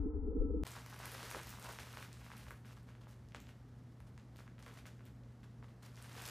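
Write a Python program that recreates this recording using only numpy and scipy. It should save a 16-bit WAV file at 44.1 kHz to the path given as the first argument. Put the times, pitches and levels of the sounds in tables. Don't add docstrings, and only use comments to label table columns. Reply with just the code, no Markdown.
import sys
import numpy as np
from scipy import signal
from scipy.fft import rfft, irfft, next_fast_len
from scipy.io import wavfile
from scipy.ndimage import map_coordinates

SR = 44100
rng = np.random.default_rng(int(sys.argv[2]) if len(sys.argv) > 2 else 0)


def unload_audio(sound):
    columns = np.transpose(np.atleast_2d(sound))
    steps = np.round(np.clip(columns, -1, 1) * 32767)
    wavfile.write(sys.argv[1], SR, steps.astype(np.int16))


N = 277830
DRONE_END, ROOM_START = 0.636, 0.647
TOP_HZ = 15200


def amp(db):
    return 10 ** (np.asarray(db) / 20)


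def unit(x):
    return x / np.sqrt(np.mean(x ** 2) + 1e-20)


def along(points, hz):
    f, v = np.transpose(points)
    return np.interp(np.log(hz + 1), np.log(f + 1), v)


def curves(rows):
    s, *cols = np.transpose(rows)
    return [np.interp(np.arange(N) / SR, s, c) for c in cols]


def wobble(rate):
    knots = rng.standard_normal(int(N * rate / SR) + 4)
    return map_coordinates(knots, [np.arange(N) * rate / SR])


def filtered(x, response):
    m = next_fast_len(N + SR // 2)
    spectrum = rfft(x, m) * response(np.fft.rfftfreq(m, 1 / SR))
    return irfft(spectrum, m)[..., :N]


def coloured(x, spectrum):
    return unit(filtered(x, lambda hz: amp(along(spectrum, hz))))


def noise():
    return rng.standard_normal(N)


def spread(mid, side, pan_db):
    left = (mid + side) * amp(pan_db / 2)
    right = (mid - side) * amp(-pan_db / 2)
    return np.array([left, right])


def placed(times, shapes):
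    at = np.round(np.abs(times) * SR).astype(int)[:, None] + np.arange(shapes.shape[1])
    return np.bincount(at.ravel(), shapes.ravel(), N)[:N]


def resonance(modes, hz):
    return sum(amp(db) / (1 + ((hz - c) / (w / 2)) ** 4) ** 0.76 for c, w, db in modes)


def resonating(modes):
    return unit(filtered(noise(), lambda hz: resonance(modes, hz)))


# f/Hz, relative level per Hz/dB
AIR = [(25, -42), (42, -20), (52, -0.5), (65, -1), (95, -5.5), (160, -7.5), (240, -6.5), (310, -16.5),
       (500, -20), (750, -25), (1300, -29.5), (2000, -33), (2450, -41.5), (6000, -45), (11500, -56),
       (15000, -73.5)]
HUM_HZ = 119.9
AIR_WAVER_DB, AIR_WAVER_HZ = 1.5, 90


def room_tone():
    t = np.arange(N) / SR
    hum = amp(.8 * wobble(5)) * np.sin(2 * np.pi * HUM_HZ * t + .13 * wobble(4))
    air = coloured(noise(), AIR)
    bass = filtered(air, lambda hz: hz < AIR_WAVER_HZ)
    wavering_air = air - bass + bass * amp(AIR_WAVER_DB * wobble(7.6))
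    return amp(-54.5) * hum + amp(-59.0) * wavering_air


RUMBLE_DB, DUCT_DB, OVERTONE_DB = -40.5, -46, -51
# t/s, half-length/s, rumble change in level/dB, duct change in level/dB, overtone change in level/dB
RISES_AND_DIPS = [(0.003, 0.015, 4, 2.5, -14), (0.064, 0.011, 0, 12.5, 4), (0.124, 0.014, -11.5, -6, -5.5),
                  (0.165, 0.015, 3, -0.5, 5.5), (0.21, 0.016, -4, -4, -13), (0.283, 0.0065, 3, 7, 12),
                  (0.324, 0.011, -5.5, -7, 8), (0.37, 0.016, -1.5, 10.5, 9.5),
                  (0.401, 0.015, 9.5, -5, -6.5), (0.418, 0.012, 7.5, 6.5, 16.5), (0.452, 0.011, 3, 10, 5),
                  (0.506, 0.0087, 4, 2.5, 11), (0.547, 0.0066, -1, 6.5, 15.5), (0.568, 0.013, 2.5, 7.5, 2),
                  (0.616, 0.027, -1.5, 2.5, -1.5)]


def band_levels():
    s, width, rumble, duct, overtone = np.transpose(RISES_AND_DIPS)
    bells = np.exp(-((np.arange(N)[:, None] / SR - s) / width) ** 2)
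    return RUMBLE_DB + bells @ rumble, DUCT_DB + bells @ duct, OVERTONE_DB + bells @ overtone


EVENNESS = 0.85


def droning(modes, level_db):
    z = signal.hilbert(resonating(modes))
    evened = z.real / np.abs(z) ** EVENNESS
    both = np.array([evened, evened * amp(level_db)])
    steady, shaped = filtered(both, lambda hz: np.sqrt(resonance(modes, hz)))
    return shaped / steady.std()


# f/Hz, width/Hz, relative level/dB
RUMBLE = [(26.15, 14, -13), (54, 48, -3), (148, 86, -27)]
DUCT = [(219, 94, -11), (292, 57, -1)]
OVERTONE = [(438, 86, -4), (520, 63, -19)]
HISS = [(824, 230, 1.5), (1023, 72, -3.5), (1302, 130, -2)]
HISS_EDGE = [(1420, 190, 2), (1786, 720, -8.5)]
# t/s, peak level/dB
WHISTLE = [(0.3, -90), (0.41, -69.5), (.46, -67.5), (0.52, -78), (0.63, -72.5)]
WHISTLE_HZ, DUCT_TOP_HZ = 1320, 535
HISS_DB, HISS_FADE_DB_PER_S = -69, 5
HISS_EDGE_DB, HISS_EDGE_FADE_DB_PER_S = -80, 16


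def drone():
    t = np.arange(N) / SR
    rumble_db, duct_db, overtone_db = band_levels()
    low = spread(droning(RUMBLE, rumble_db), droning(RUMBLE, rumble_db - 13), pan_db=5.5)
    body = sum(spread(droning(modes, db), droning(modes, db - 12), pan_db=-2.2)
               for db, modes in ((duct_db, DUCT), (overtone_db, OVERTONE)))
    body = filtered(body, lambda hz: 1 / (1 + (hz / DUCT_TOP_HZ) ** 30))
    wide_hiss = spread(resonating(HISS), amp(-5) * resonating(HISS), pan_db=0)
    hiss = amp(HISS_DB - HISS_FADE_DB_PER_S * t) * wide_hiss
    edge = amp(HISS_EDGE_DB - HISS_EDGE_FADE_DB_PER_S * t) * resonating(HISS_EDGE)
    whistle = amp(curves(WHISTLE)[0]) * np.sin(2 * np.pi * WHISTLE_HZ * t + .5 * wobble(50))
    sounding = np.clip(np.minimum(t, DRONE_END - t) / .002, 0, 1)
    cut_click = amp(-31.5) * np.exp(-np.abs(t - DRONE_END) / 0.0015) * (t < DRONE_END)
    return (low + body + hiss + edge + whistle) * sounding + cut_click


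# f/Hz, t60/s
WALLS = [(200, 0.31), (1500, 0.38), (5000, 0.62), (14000, 0.44)]


def walls(x, count=9):
    hz, t, z = signal.stft(rng.standard_normal(SR // 2), SR, nperseg=256)
    decay = amp(-60 * t / along(WALLS, hz)[:, None])
    build_up = 1 - np.exp(-t / 0.0024)
    tail = signal.istft(z * decay * build_up, SR, nperseg=256)[1]
    tail /= np.linalg.norm(tail)
    reflections = (rng.uniform(.004, .025, count) * SR).astype(int)
    tail[reflections] += 0.22 * rng.choice([-1, 1], count)
    return signal.fftconvolve(x, tail)[:N]


# t/s, level/dB (lowered 13.5 dB when played)
PUSHES = [(1.119, -52), (1.222, -46), (1.341, -38), (1.67, -49), (2.025, -69), (4.664, -51.5),
          (6.159, -48.5), (6.249, -59)]
# f/Hz, width/Hz, relative level/dB
PAD = [(382, 210, 4), (527, 180, 4)]


def pushes(size=4000):
    s, db = np.transpose(PUSHES)
    u = np.arange(size) / SR / 0.016
    puffs = amp(db - 13.5)[:, None] * u * np.exp(1 - u)
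    return placed(s, puffs) * resonating(PAD)


# t/s, effort level/dB
TUSSLE = [(0.65, -61.5), (0.83, -67), (0.88, -66), (1.0, -62), (1.13, -58), (1.32, -56.5), (1.42, -61.5),
          (1.52, -61.5), (1.58, -64), (2.02, -63.5), (2.11, -71), (2.42, -66.5), (2.56, -76)]
ROLL_OVER = [(5.89, -82), (5.981, -69), (6.138, -65), (6.18, -57.5), (6.29, -57)]
# t/s, length/s, pile level/dB, plush hiss level over the pile/dB
SWELLS = [(0.662, 0.01, -54.5, -8), (0.747, 0.025, -57, -6), (0.937, 0.018, -71, -27),
          (0.991, 0.077, -55.5, -12), (1.349, 0.0099, -49.5, -7.5), (1.606, 0.12, -56, -7.5),
          (1.792, 0.025, -58, 0.5), (1.96, 0.091, -65, 2), (2.322, 0.02, -64, -19),
          (2.51, 0.0098, -64, -20), (2.65, 0.079, -70.5, 1.5), (2.763, 0.01, -68, -3),
          (2.864, 0.041, -68, -8), (3.007, 0.017, -65.5, -9), (3.079, 0.048, -70, -1),
          (3.342, 0.032, -64.5, -9), (3.48, 0.02, -68, -3.5), (4.063, .012, -72, -5),
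          (4.183, 0.0088, -68, -21), (4.377, 0.03, -72.5, 4), (4.587, 0.013, -68, -2),
          (4.619, 0.14, -68.5, -4), (4.656, 0.038, -67, -5), (4.766, 0.026, -67.5, 1),
          (4.854, 0.018, -60.5, -5), (5.056, 0.0068, -70.5, 1), (5.428, 0.012, -67.5, -6),
          (5.628, 0.01, -65, -11), (5.678, 0.014, -74, -3), (5.821, 0.064, -67.5, 1.5)]
PILE_DB, PLUSH_DB = 1.5, 0.5
ATTACK_S, RELEASE_DB_PER_S = 0.0068, 323
FLOOR_DB = -83.5


def rubbing_gains():
    t = np.arange(N) / SR
    effort = amp(FLOOR_DB) ** 2
    for bout in (TUSSLE, ROLL_OVER):
        active = (t > bout[0][0]) * (t < bout[-1][0] + .02)
        effort = effort + amp(curves(bout)[0]) ** 2 * active
    pile, plush = effort * amp(PILE_DB) ** 2, effort * amp(PLUSH_DB) ** 2
    for s, length, db, hiss_db in SWELLS:
        attack = np.clip((t - s) / ATTACK_S, 0, 1)
        swell = attack * amp(db - RELEASE_DB_PER_S * np.maximum(t - s - length, 0))
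        pile = pile + swell ** 2
        plush = plush + (swell * amp(hiss_db)) ** 2
    return np.sqrt(pile), np.sqrt(plush)


def pops(hz, cycles, glide, slack_s, size=300):
    t = np.arange(size) / SR
    turns = hz[:, None] * (t + glide * slack_s * (1 - np.exp(-t / slack_s)))
    return np.sin(2 * np.pi * turns) * np.exp(-(turns / cycles) ** 2)


# f/Hz, relative level per Hz/dB
PILE = [(120, -46), (280, -6.5), (550, 3), (900, 3), (1400, 4), (2400, -8.5), (4000, -7.5), (8000, -14),
        (15000, -45)]
PLUSH = [(600, -27.5), (1500, 5), (2800, 3), (5500, 0.5), (8000, -4), (12000, -4.5), (15000, -11)]
CRACKLES_PER_S = 900


def rubbing(count=2600):
    pile_gain, plush_gain = rubbing_gains()
    when, pitch, size = rng.random((count, 3)).T
    slips = pops(700 * 3.4 ** pitch, cycles=1.33, glide=0.54, slack_s=0.0014)
    signed_size = amp(13.0 * size ** 3)[:, None] * rng.choice([-1, 1], (count, 1))
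    slips = placed(when * N / SR, slips * signed_size)
    pile = unit(coloured(noise(), PILE) + unit(slips))
    crackle = noise() * (rng.random(N) < CRACKLES_PER_S / SR)
    plush = unit(coloured(noise(), PLUSH) + amp(-3) * coloured(crackle, PLUSH))
    grip_db = 1.1 * wobble(80)
    return amp(grip_db - 0.97) * pile_gain * pile + amp(grip_db) * plush_gain * plush


CRINKLE_DB, CLICK_S = 0.5, 0.00024
FIZZ_DB, FIZZ_S = -29.5, 0.0043


def crinkled(s, db, centre, size=500):
    t = np.arange(size) / SR
    envelope = np.exp(-t / CLICK_S) + amp(FIZZ_DB) * np.exp(-t / FIZZ_S)
    bursts = rng.standard_normal((len(s), size)) * envelope
    clicks = np.array([signal.lfilter(*signal.butter(1, [hz / 2, min(2 * hz, TOP_HZ)], "band", fs=SR), burst)
                       for hz, burst in zip(centre, bursts)])
    peaks = np.abs(clicks).max(axis=1, keepdims=True)
    return placed(s, clicks * amp(db + CRINKLE_DB)[:, None] / peaks)


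# t/s, peak level before the trim/dB, centre f/Hz
CRINKLES = [(0.653, -45, 4460), (0.6676, -35.5, 5000), (0.675, -38.5, 6350), (0.707, -44.5, 6500),
            (0.717, -40, 5500), (0.863, -40, 5500), (0.899, -45.5, 4500), (0.912, -52, 4500),
            (0.964, -48.5, 7000), (0.9906, -43.5, 5500), (1.0567, -31.5, 7000), (1.1186, -36.5, 9050),
            (1.1366, -42.5, 10000), (1.183, -51, 5000), (1.2298, -38.5, 6000), (1.2986, -43.5, 10000),
            (1.305, -36, 10100), (1.3124, -36, 6500), (1.4146, -44, 4500), (1.433, -40.5, 7950),
            (1.472, -40.5, 6000), (1.4889, -44.5, 7000), (1.494, -37, 8000), (1.5044, -38.5, 8000),
            (1.5974, -40.5, 8000), (1.6267, -40, 9000), (1.6442, -37, 9000), (1.6905, -39.5, 7500),
            (1.723, -41.5, 5000), (1.729, -41, 5500), (1.8976, -55, 7000), (1.9286, -43.5, 4500),
            (2.0264, -44, 8000), (2.1296, -41, 4260), (2.3682, -48, 6000), (2.38, -44, 6000),
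            (2.4405, -55.5, 6000), (2.488, -47.5, 7500), (2.5077, -44, 7440), (2.8311, -58, 6500),
            (3.081, -60.5, 4500), (3.111, -52.5, 8000), (3.2872, -54.5, 4000), (3.3606, -57, 4000),
            (3.365, -57, 3500), (3.403, -46, 6500), (3.4163, -54, 7000), (4.0035, -58.5, 7000),
            (4.078, -60, 6000), (4.1783, -57, 5500), (4.3606, -47.5, 4000), (4.3687, -50, 5000),
            (4.6265, -45.5, 3800), (4.663, -49.5, 3000), (4.6799, -50, 3000), (4.741, -50, 3980),
            (4.779, -58, 5000), (4.8673, -47, 6500), (5.0537, -51, 6040), (5.8254, -58.5, 4000),
            (5.8308, -50, 4500), (5.9577, -47.5, 4000), (5.968, -48.5, 4000), (6.0255, -41.5, 6500),
            (6.0954, -48, 6000), (6.1305, -46, 6000), (6.221, -39, 6000), (6.2388, -44.5, 5500),
            (6.255, -34, 6000), (6.2625, -36, 7000), (6.2775, -32, 5500), (6.2878, -37, 5500)]
TICK_DB, TICK_SPREAD_DB, TICK_HZ = 8, 3, 3800


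def crinkles(count=240):
    when = rng.uniform(ROOM_START, (N - 1) / SR, count)
    size, pitch = rng.uniform(-1, 1, (count, 2)).T
    rub_db = 20 * np.log10(rubbing_gains()[1][(when * SR).astype(int)])
    tick_db = rub_db + TICK_DB + TICK_SPREAD_DB * size
    ticks = crinkled(when, tick_db, TICK_HZ * 2 ** (pitch / 2))
    return crinkled(*np.transpose(CRINKLES)) + ticks


PLUCK_DB = 0.5
PLUCK_CYCLES, PLUCK_GLIDE, SLACK_S = 1.29, 4.66, 0.00031
THUD_DB, THUD_HZ, THUD_S = -13.5, 610, 0.0012
EDGE_HZ, EDGE_STEEPNESS = 7200, 3.5


def plucked(s, db, hz, taut, size=300):
    t = np.arange(size) / SR
    taut = np.clip(taut, 0, 1)[:, None]
    turns = hz[:, None] * (t + taut * PLUCK_GLIDE * SLACK_S * (1 - np.exp(-t / SLACK_S)))

    def swell(u):
        return u * np.exp((1 - u ** 2) / 2)

    pop = np.sin(2 * np.pi * turns) * swell(np.sqrt(2) * turns / PLUCK_CYCLES)
    thud_tone = np.sin(2 * np.pi * (THUD_HZ * t + rng.random(taut.shape)))
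    thud = amp(THUD_DB) * thud_tone * swell(t / THUD_S)
    edge = rng.standard_normal(pop.shape) * np.exp(-t / 0.00018) * taut ** EDGE_STEEPNESS
    edge = signal.lfilter(*signal.butter(4, EDGE_HZ, fs=SR), edge)
    return placed(s, (pop + thud + edge) * amp(db + PLUCK_DB)[:, None])


# t/s, pop level before the trim/dB, f once slack/Hz, tautness/0-1
PLUCKS = [(0.6544, -51, 1100, 0.77), (0.6695, -47, 890, 0.63), (0.7328, -52.5, 1100, 0.26),
          (0.7650, -40.5, 845, 0.52), (0.7693, -49, 1090, 0.3), (0.8626, -46, 900, 0.65),
          (0.9272, -43, 1150, 0.16), (0.932, -48, 1050, 0.23), (0.9432, -47, 890, 0.6),
          (0.964, -47, 885, 0.6), (1.0375, -43, 990, 0.45), (1.046, -48, 1100, 0.15),
          (1.0566, -39.5, 1130, 0.58), (1.1496, -41.5, 1000, 0.4), (1.1833, -45, 1000, 0.96),
          (1.1925, -48, 900, 0.7), (1.2301, -38.5, 890, 0.58), (1.3131, -36, 850, 0.78),
          (1.3475, -32.5, 810, 0.56), (1.3574, -42, 910, 0.49), (1.574, -47, 940, 0.3),
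          (1.5859, -46.5, 940, 0.3), (1.6490, -42, 980, 0.4), (1.6708, -43.5, 830, 0.14),
          (1.6866, -45, 840, 0.28), (1.694, -44, 845, 0.18), (1.7256, -45, 1300, 0.67),
          (1.7877, -37, 840, 0.93), (1.87, -47.5, 1000, 0.25), (1.9372, -44.5, 1000, 0.42),
          (1.9718, -37.5, 855, 0.69), (1.9885, -47, 1050, 0.6), (2.027, -38.5, 900, 0.75),
          (2.214, -50, 1150, 0.55), (2.2346, -64, 1200, .6), (2.264, -46.5, 1000, 0.5),
          (2.303, -46, 845, 0.43), (2.314, -51, 1400, 0.15), (2.3172, -41, 1050, 0.51),
          (2.3358, -48.5, 1000, 0.12), (2.4668, -49, 1200, 0.46), (2.47, -50, 950, 0.2),
          (2.4838, -48, 900, 0.7), (2.5077, -38, 1170, 0.31), (2.515, -47.5, 1100, 0.29),
          (2.6486, -51, 890, 0.7), (2.6567, -55, 1090, 0.54), (2.678, -61, 1020, 0.6),
          (2.692, -53, 1100, 0.4), (2.7087, -51, 1010, 0.57), (2.771, -54, 990, 0.22),
          (2.8836, -60, 1000, 0.48), (2.889, -52, 905, 0.56), (2.903, -59, 1000, 0.56),
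          (2.9517, -52, 900, 0.78), (3.016, -57, 1090, 1), (3.0701, -50, 825, 0.52),
          (3.3215, -51.5, 1010, 1), (3.3474, -37.5, 793, 0.88), (3.3535, -54, 1500, 1),
          (3.357, -51, 1500, 0.6), (3.3615, -44, 1500, 0.8), (3.441, -55, 1400, 0.5), (3.4698, -52, 900, 1),
          (3.4913, -49.5, 1000, 0.66), (4.0037, -52, 920, 0.57), (4.1781, -49.5, 790, 0.88),
          (4.39, -49.5, 890, 0.61), (4.4047, -50, 1080, 0.35), (4.4688, -56, 1000, .3),
          (4.4782, -48.5, 826, 0.8), (4.582, -53, 900, 0.83), (4.591, -50, 1000, 0.73),
          (4.6637, -43.5, 850, 0.97), (4.667, -50, 850, 0.6), (4.6714, -52, 900, .6),
          (4.6801, -47, 850, 0.63), (4.687, -51, 1200, 0.54), (4.6966, -54, 1000, 0.45),
          (4.713, -50, 896, 0.7), (4.7738, -49, 1200, 0.34), (4.7888, -51, 1000, 0.74),
          (4.8554, -45.5, 1140, 0.5), (4.8738, -58, 1090, 1), (4.994, -55.5, 1200, 0.45),
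          (5.007, -52.5, 1100, 0.35), (5.0593, -56.5, 1110, 0.95), (5.0763, -58, 1100, .5),
          (5.236, -62, 1000, 0.95), (5.432, -57, 895, 0.9), (5.4427, -54.5, 950, 0.4),
          (5.627, -48.5, 860, 0.52), (5.6326, -61, 1100, 0.33), (5.6832, -59, 1100, 0.7),
          (5.8339, -53, 1000, 0.45), (5.9754, -51, 1100, .6), (6.0015, -50, 1070, 0.35),
          (6.0258, -56, 1000, 0.2), (6.044, -48, 1100, 0.73), (6.096, -52, 1100, 0.45),
          (6.141, -56, 1100, .5), (6.2019, -44, 910, 0.4), (6.2353, -59, 1100, 0.7),
          (6.28, -43, 1000, 0.77), (6.2876, -40, 1000, 0.84)]
SNAG_DB, SNAG_SPREAD_DB = 10.5, 2.5
SNAG_HZ, SNAG_TAUT = 1130, 0.41


def plucks(count=60):
    when = rng.uniform(ROOM_START, N / SR, count)
    size, pitch = rng.standard_normal((count, 2)).T
    rub_db = 20 * np.log10(rubbing_gains()[0][(when * SR).astype(int)])
    snag_db = rub_db + SNAG_DB + SNAG_SPREAD_DB * size
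    snags = plucked(when, snag_db, SNAG_HZ * np.exp(.25 * pitch), np.full(count, SNAG_TAUT))
    return plucked(*np.transpose(PLUCKS)) + snags


# f/Hz, level/dB
ECHO = [(300, 13), (1000, 0.5), (2500, 3.5), (4500, 2), (10000, 1)]


def scene():
    rub, claws, toy = rubbing() + pushes(), plucks(), crinkles()
    to_walls = amp(-17.0) * rub + amp(-7.0) * claws + amp(-4.5) * toy
    echo = filtered(walls(to_walls), lambda hz: amp(along(ECHO, hz)))
    in_room = np.arange(N) / SR > ROOM_START
    return drone() + (rub + claws + toy + echo + room_tone()) * in_room


def record(dry):
    return filtered(dry, lambda hz: hz < TOP_HZ)


dry = scene()
out = record(dry)
unload_audio(out)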